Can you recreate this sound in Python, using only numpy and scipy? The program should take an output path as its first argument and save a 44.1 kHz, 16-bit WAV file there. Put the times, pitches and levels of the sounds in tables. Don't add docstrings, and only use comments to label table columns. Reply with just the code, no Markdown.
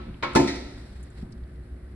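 import sys
import numpy as np
from scipy import signal
from scipy.fft import rfft, irfft, next_fast_len
from scipy.io import wavfile
from scipy.ndimage import map_coordinates

SR = 44100
rng = np.random.default_rng(int(sys.argv[2]) if len(sys.argv) > 2 else 0)


def unload_audio(sound):
    columns = np.transpose(np.atleast_2d(sound))
    steps = np.round(np.clip(columns, -1, 1) * 32767)
    wavfile.write(sys.argv[1], SR, steps.astype(np.int16))


N = 85995

ATTACK_S, RING_ATTACK_S = 0.0014, 0.00098


def amp(db):
    return 10 ** (np.asarray(db) / 20)


def unit(x):
    return x / np.sqrt(np.mean(x ** 2) + 1e-20)


def along(points, hz):
    f, v = np.transpose(points)
    return np.interp(np.log(hz + 1), np.log(f + 1), v)


def since(s):
    return np.maximum(np.arange(N) / SR - s, 0)


def over_time(points):
    s, db = np.transpose(points)
    return amp(np.interp(since(0), s, db))


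def wobble(rate):
    knots = rng.standard_normal(size=400)
    grid = np.linspace(0, N * rate / SR, num=800)
    curve = map_coordinates(knots, [grid], mode="wrap")
    return np.interp(np.arange(N) * rate / SR, grid, curve)


def filtered(x, response):
    m = next_fast_len(N + SR // 2)
    spectrum = rfft(x, m) * response(np.fft.rfftfreq(m, 1 / SR))
    return irfft(spectrum, m)[..., :N]


# frequency in Hz, level in dB of the differing part against the shared part.
EAR_DIFFERENCE = [(60, -28), (140, -24), (250, -18), (400, -8.5), (700, 0), (1500, -7), (3000, 0),
                  (6000, -3), (10000, -25)]


def noise(colour):
    def shape(hz):
        turn = np.arctan(amp(along(EAR_DIFFERENCE, hz)))
        return amp(along(colour, hz)) * [np.cos(turn), np.sin(turn)]

    mid, side = filtered(rng.standard_normal((2, N)), shape)
    return unit(np.array([mid + side, mid - side]))


def struck(s, attack, t60):
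    t = since(s)
    return (1 - np.exp(-t / attack)) * amp(-60 * t / t60)


BLUR_S = 0.0259


def mode(s, hz, t60, blur=0.47, spread=0.86):
    t = np.arange(SR)[:int(t60 * SR)] / SR
    knots = np.arange(64) * BLUR_S
    shared, apart = (np.interp(t, knots, k) for k in rng.standard_normal((2, len(knots))))
    ear_shift = spread * amp(along(EAR_DIFFERENCE, hz)) * np.array([apart, -apart])
    phase = 2 * np.pi * (hz * t + rng.random()) + blur * shared + ear_shift
    tone = (1 - np.exp(-t / RING_ATTACK_S)) * amp(-60 * t / t60) * np.sin(phase)
    start = round(s * SR)
    tone = tone[:, max(-start, 0):N - start]
    out = np.zeros((2, N))
    out[:, max(start, 0):][:, :tone.shape[1]] = tone
    return out


# frequency in Hz, time in seconds to fall by 60 dB.
ROOM_T60 = [(100, 1), (400, 1), (1000, 0.74), (2500, 1.0), (5000, 1), (10000, 0.6)]
ROOM_BUILD_S = 0.0051


def burst(s, colour, t60, room_db):
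    hz, t, z = signal.stft(noise(colour), SR, nperseg=256)
    age = np.maximum(t - s, 0)
    room_fall = amp(room_db - 60 * age / along(ROOM_T60, hz)[:, None])
    tail = room_fall * (1 - np.exp(-age / ROOM_BUILD_S))
    envelope = np.hypot(amp(-60 * age / t60), tail)
    sound = signal.istft(z * envelope, SR, nperseg=256)[1][:, :N]
    return sound * (1 - np.exp(-since(s) / ATTACK_S))


# frequency in Hz, level in dB within the hum.
HUM = [(58.5, -8), (63.5, -0.5)]
# time in seconds, level in dB.
HUM_SWELL = [(0.0, -42), (0.026, -43), (0.248, -53.5), (0.412, -39), (0.716, -45.5), (0.726, -49),
             (1.036, -40), (1.134, -52), (1.248, -38), (1.33, -64), (1.374, -38.5), (1.694, -45.5),
             (1.726, -30), (1.818, -61), (1.846, -39), (1.95, -39)]
# frequency in Hz, level in dB.
WHINE = [(113, -60), (240, -65), (290, -64.5), (360.5, -58.5)]
# frequency in Hz, relative level in dB per Hz.
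AIR = [(20, -18), (48, -0.5), (70, -7.5), (93, -7.5), (125, -8), (167, -12), (230, -14), (290, -17.5),
       (363, -23), (420, -22), (620, -26.5), (1000, -38), (1250, -33), (1800, -32.5), (2400, -41),
       (3300, -48), (4400, -47.5), (6500, -59.5), (8000, -55), (11200, -49.5), (12400, -68), (15000, -85)]
AIR_DB, HUM_DRIFT = -45, 0.4


def workshop():
    def tone(hz, db):
        phase = 2 * np.pi * hz * since(0) + HUM_DRIFT * wobble(9.16)
        return amp(db) * np.sqrt(2) * np.sin(phase)

    hum = over_time(HUM_SWELL) * sum(tone(hz, db) for hz, db in HUM)
    whine = sum(tone(hz, db) for hz, db in WHINE)
    return hum + whine + amp(AIR_DB) * noise(AIR)


# time in seconds, level in dB before the unevenness.
RUB = [(0, -67), (.2, -63), (0.801, -54.5), (1.001, -56.5), (1.14, -60.5), (1.185, -52), (1.224, -53),
       (1.248, -64.5), (1.45, -67), (1.9, -68.5)]
# frequency in Hz, relative level in dB per Hz.
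RUB_COLOUR = [(200, 7), (700, 1.5), (1050, -5), (1900, -1), (2900, -10), (4100, -5.5), (5500, -11.5),
              (6200, -22), (7500, -12.5), (11000, -22), (12500, -30)]


def rubbing():
    unevenness = amp(1.9 * wobble(100))
    return over_time(RUB) * unevenness * noise(RUB_COLOUR)


# start in seconds, level in dB.
BUMPS = [(0.067, -39), (0.08, -35.5), (1.227, -36)]
# frequency in Hz, relative level in dB per Hz.
BUMP_COLOUR = [(40, 1), (130, 0.5), (230, 1), (330, -11.5), (500, -17.5), (700, -21), (1300, -25),
               (3000, -61), (8000, -68)]
BUMP_T60 = 0.11
BUMP_HZ, BUMP_TONE_DB, BUMP_TONE_T60 = 214.7, 4.5, 0.12


def bumps():
    out = np.zeros((2, N))
    for s, db in BUMPS:
        thump = burst(s, BUMP_COLOUR, BUMP_T60, room_db=-6)
        note = amp(BUMP_TONE_DB) * mode(s, BUMP_HZ, BUMP_TONE_T60)
        out += amp(db) * (thump + note)
    return out


# start in seconds, level in dB, pitch in Hz.
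TICKS = [(0.141, -47, 2670), (0.333, -48, 7800), (0.978, -65, 8500), (1.028, -47, 8400), (1.036, -52, 8500),
         (1.102, -57, 7800), (1.3124, -65, 2800), (1.32, -57, 8000), (1.3234, -48, 4660),
         (1.4356, -59, 3900)]
# frequency in Hz, level in dB.
TICK_BODY = [(5000, -1.5), (10500, -1.5), (13000, -15)]
TICK_ATTACK_S, TICK_T60 = 0.0013, 0.032
TICK_OCTAVES = 0.33


def ticks():
    out = np.zeros((2, N))
    for s, db, hz in TICKS:
        f = np.geomspace(500, 16000, num=30)
        band_db = along(TICK_BODY, f) - 5 * (np.log2(f / hz) / TICK_OCTAVES) ** 2
        band = np.column_stack([f, band_db])
        out += amp(db) * noise(band) * struck(s, TICK_ATTACK_S, TICK_T60)
    return out


# start in seconds, level in dB.
RATTLES = [(0.4735, -32.5), (.482, -34.5), (.555, -41)]
# frequency in Hz, relative level in dB per Hz.
RATTLE_COLOUR = [(300, -9), (1200, -20), (1900, 13.5), (3000, -13), (3700, 8), (5600, -1.5), (8000, -9),
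                 (11000, -15), (13000, -57)]
# frequency in Hz, level in dB within a rattle.
RATTLE_MODES = [(1848, -11), (1935, -6), (2060, -13), (2270, -9), (3520, -12), (3950, -11.5), (4400, -7),
                (5580, -10.5)]
RATTLE_T60, RATTLE_RING_T60 = 0.11, 0.26


def rattles():
    out = np.zeros((2, N))
    for s, db in RATTLES:
        clatter = burst(s, RATTLE_COLOUR, RATTLE_T60, room_db=-11.5)
        notes = sum(amp(level) * mode(s, hz, RATTLE_RING_T60) for hz, level in RATTLE_MODES)
        out += amp(db) * (clatter + notes)
    return out


# frequency in Hz, typical level in dB of each mode before scatter and hit strength.
SHIMMER = [(1500, -46), (2500, -41), (3000, -48.5), (3900, -45), (5600, -44), (7000, -47), (11000, -64)]
SHIMMER_T60, SHIMMER_SCATTER_DB = 0.4, 4.5
SHIMMER_LIGHT_DB, SHIMMER_RATTLE_DB = -15, 27.5


def shimmer(hits):
    modes = np.geomspace(1600, 11000, num=72) * np.exp(rng.normal(0, 0.012, size=72))
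    t = np.arange(SR) / SR
    out = np.zeros((2, N))
    for s, db, top_hz in hits:
        level_db = along(SHIMMER, modes) + SHIMMER_SCATTER_DB * rng.standard_normal(len(modes))
        gain = amp(level_db) / (1 + (modes / top_hz) ** 4)
        tone = gain @ np.sin(2 * np.pi * (modes[:, None] * t + rng.random((len(modes), 1))))
        out += amp(db) * np.interp(since(s), t, tone, right=0) * struck(s, ATTACK_S, SHIMMER_T60)
    return out


def rim():
    rattle_s, rattle_db = RATTLES[0]
    return shimmer([(CLINKS[-1][0], SHIMMER_LIGHT_DB, 4500),
                    (BLOWS[1][0], 0, 14000),
                    (rattle_s, rattle_db + SHIMMER_RATTLE_DB, 8000)])


# frequency in Hz, level in dB in a light contact,
# level in dB in a heavy blow, time in seconds to fall by 60 dB.
METAL_MODES = [(139.4, -38.5, -27, 0.38), (220.7, -38.5, -18.5, 0.55), (237.4, -52, -19.5, 0.17),
               (277.6, -41, -20.5, 0.74), (308, -46, -22.5, 0.29), (345.2, -32.5, -12.5, 0.4),
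               (367.3, -40, -17, 0.59), (519, -37.5, -27, 0.49), (581, -36, -28.5, 0.25),
               (699, -58.5, -28, 0.62), (823, -39, -21.5, 0.18), (895, -39, -14.5, 0.26),
               (937, -26, -18.5, 0.15), (1030, -46, -22.5, 0.27), (1078, -28.5, -33, 0.23),
               (1308.5, -34, -33, 0.41), (1400, -28, -41, 0.19), (1740, -46, -20.5, 0.18),
               (2220, -27, -47, 0.16)]


def ring(s, heavy):
    out = np.zeros((2, N))
    for hz, light_db, heavy_db, t60 in METAL_MODES:
        out += amp(heavy_db if heavy else light_db) * mode(s, hz, t60)
    return out


# start in seconds, ring level in dB, clash level in dB, both added to the basic levels.
CLINKS = [(-.1, 1.5, -8), (0.225, -19.5, -2), (.232, 0.5, -2)]
# frequency in Hz, relative level in dB per Hz.
CLINK_COLOUR = [(100, -27), (300, -7.5), (700, -4), (950, 0.5), (1600, -5), (2300, -4.5), (3100, -12),
                (4000, -9.5), (5500, -22), (7000, -30), (10000, -43.5), (12500, -57.5)]
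CLINK_DB, CLINK_T60 = -23.5, 0.124


def clinks():
    out = np.zeros((2, N))
    for s, ring_db, clash_db in CLINKS:
        out += amp(ring_db) * ring(s, heavy=False)
        out += amp(CLINK_DB + clash_db) * burst(s, CLINK_COLOUR, CLINK_T60, room_db=-11.5)
    return out


# start in seconds, ring level in dB, thud level in dB, clash level in dB,
# all added to the basic levels; the crack follows the clash level.
BLOWS = [(0.3504, -25, -8, -3), (.3572, -1, -2.5, 0), (.397, -19.5, -3, -16.5)]
# frequency in Hz, relative level in dB per Hz.
THUD_COLOUR = [(40, -25), (105, -4), (145, -4), (170, -14.5), (215, 0), (260, -1.5), (310, -1), (370, -4.5),
               (450, -10), (600, -10.5), (900, -15), (1500, -35), (4000, -61)]
CLASH_COLOUR = [(200, -7.5), (600, -0.5), (760, -1.5), (920, 9.5), (1130, -10), (1320, 8.5), (1550, -9.5),
                (2200, -2.5), (3100, -10.5), (3900, -5), (5500, -7.5), (7500, -16), (11000, -23.5),
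                (12500, -30), (15000, -38)]
CRACK_COLOUR = [(300, 3), (700, 6), (1500, -3), (3000, -9), (4200, -2.5), (5500, -2), (7500, -4.5),
                (11000, -23), (13000, -29), (15000, -26)]
THUD_DB, CLASH_DB, CRACK_DB = -15, -17, -23
THUD_T60, CLASH_T60, CRACK_T60 = 0.2, 0.1, 0.048


def clank():
    out = np.zeros((2, N))
    for s, ring_db, thud_db, clash_db in BLOWS:
        out += amp(ring_db) * ring(s, heavy=True)
        out += amp(THUD_DB + thud_db) * burst(s, THUD_COLOUR, THUD_T60, room_db=-12.5)
        out += amp(CLASH_DB + clash_db) * burst(s, CLASH_COLOUR, CLASH_T60, room_db=-14)
        out += amp(CRACK_DB + clash_db) * noise(CRACK_COLOUR) * struck(s, ATTACK_S, CRACK_T60)
    return out


# frequency in Hz, lead in radians before it is faded out in the bass.
LEFT_LEAD = [(330, -1), (400, 0), (520, -2), (860, 1.16), (1290, -0.9), (1800, -1.03), (2600, 2.05),
             (5080, 3), (8200, 5), (11500, 8.5)]
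MONO_BELOW_HZ = 350


def scene():
    background = workshop() + rubbing()
    small_sounds = bumps() + ticks() + rattles()
    sound = background + small_sounds + rim() + clinks() + clank()

    def out_of_step(hz):
        lead = along(LEFT_LEAD, hz) * hz ** 4 / (hz ** 4 + MONO_BELOW_HZ ** 4)
        return np.exp(1j * lead * np.array([[0.5], [-0.5]]))

    return filtered(sound, out_of_step)


TOP_HZ = 15300


def record(dry):
    return filtered(dry, lambda hz: hz < TOP_HZ)


dry = scene()
out = record(dry)
unload_audio(out)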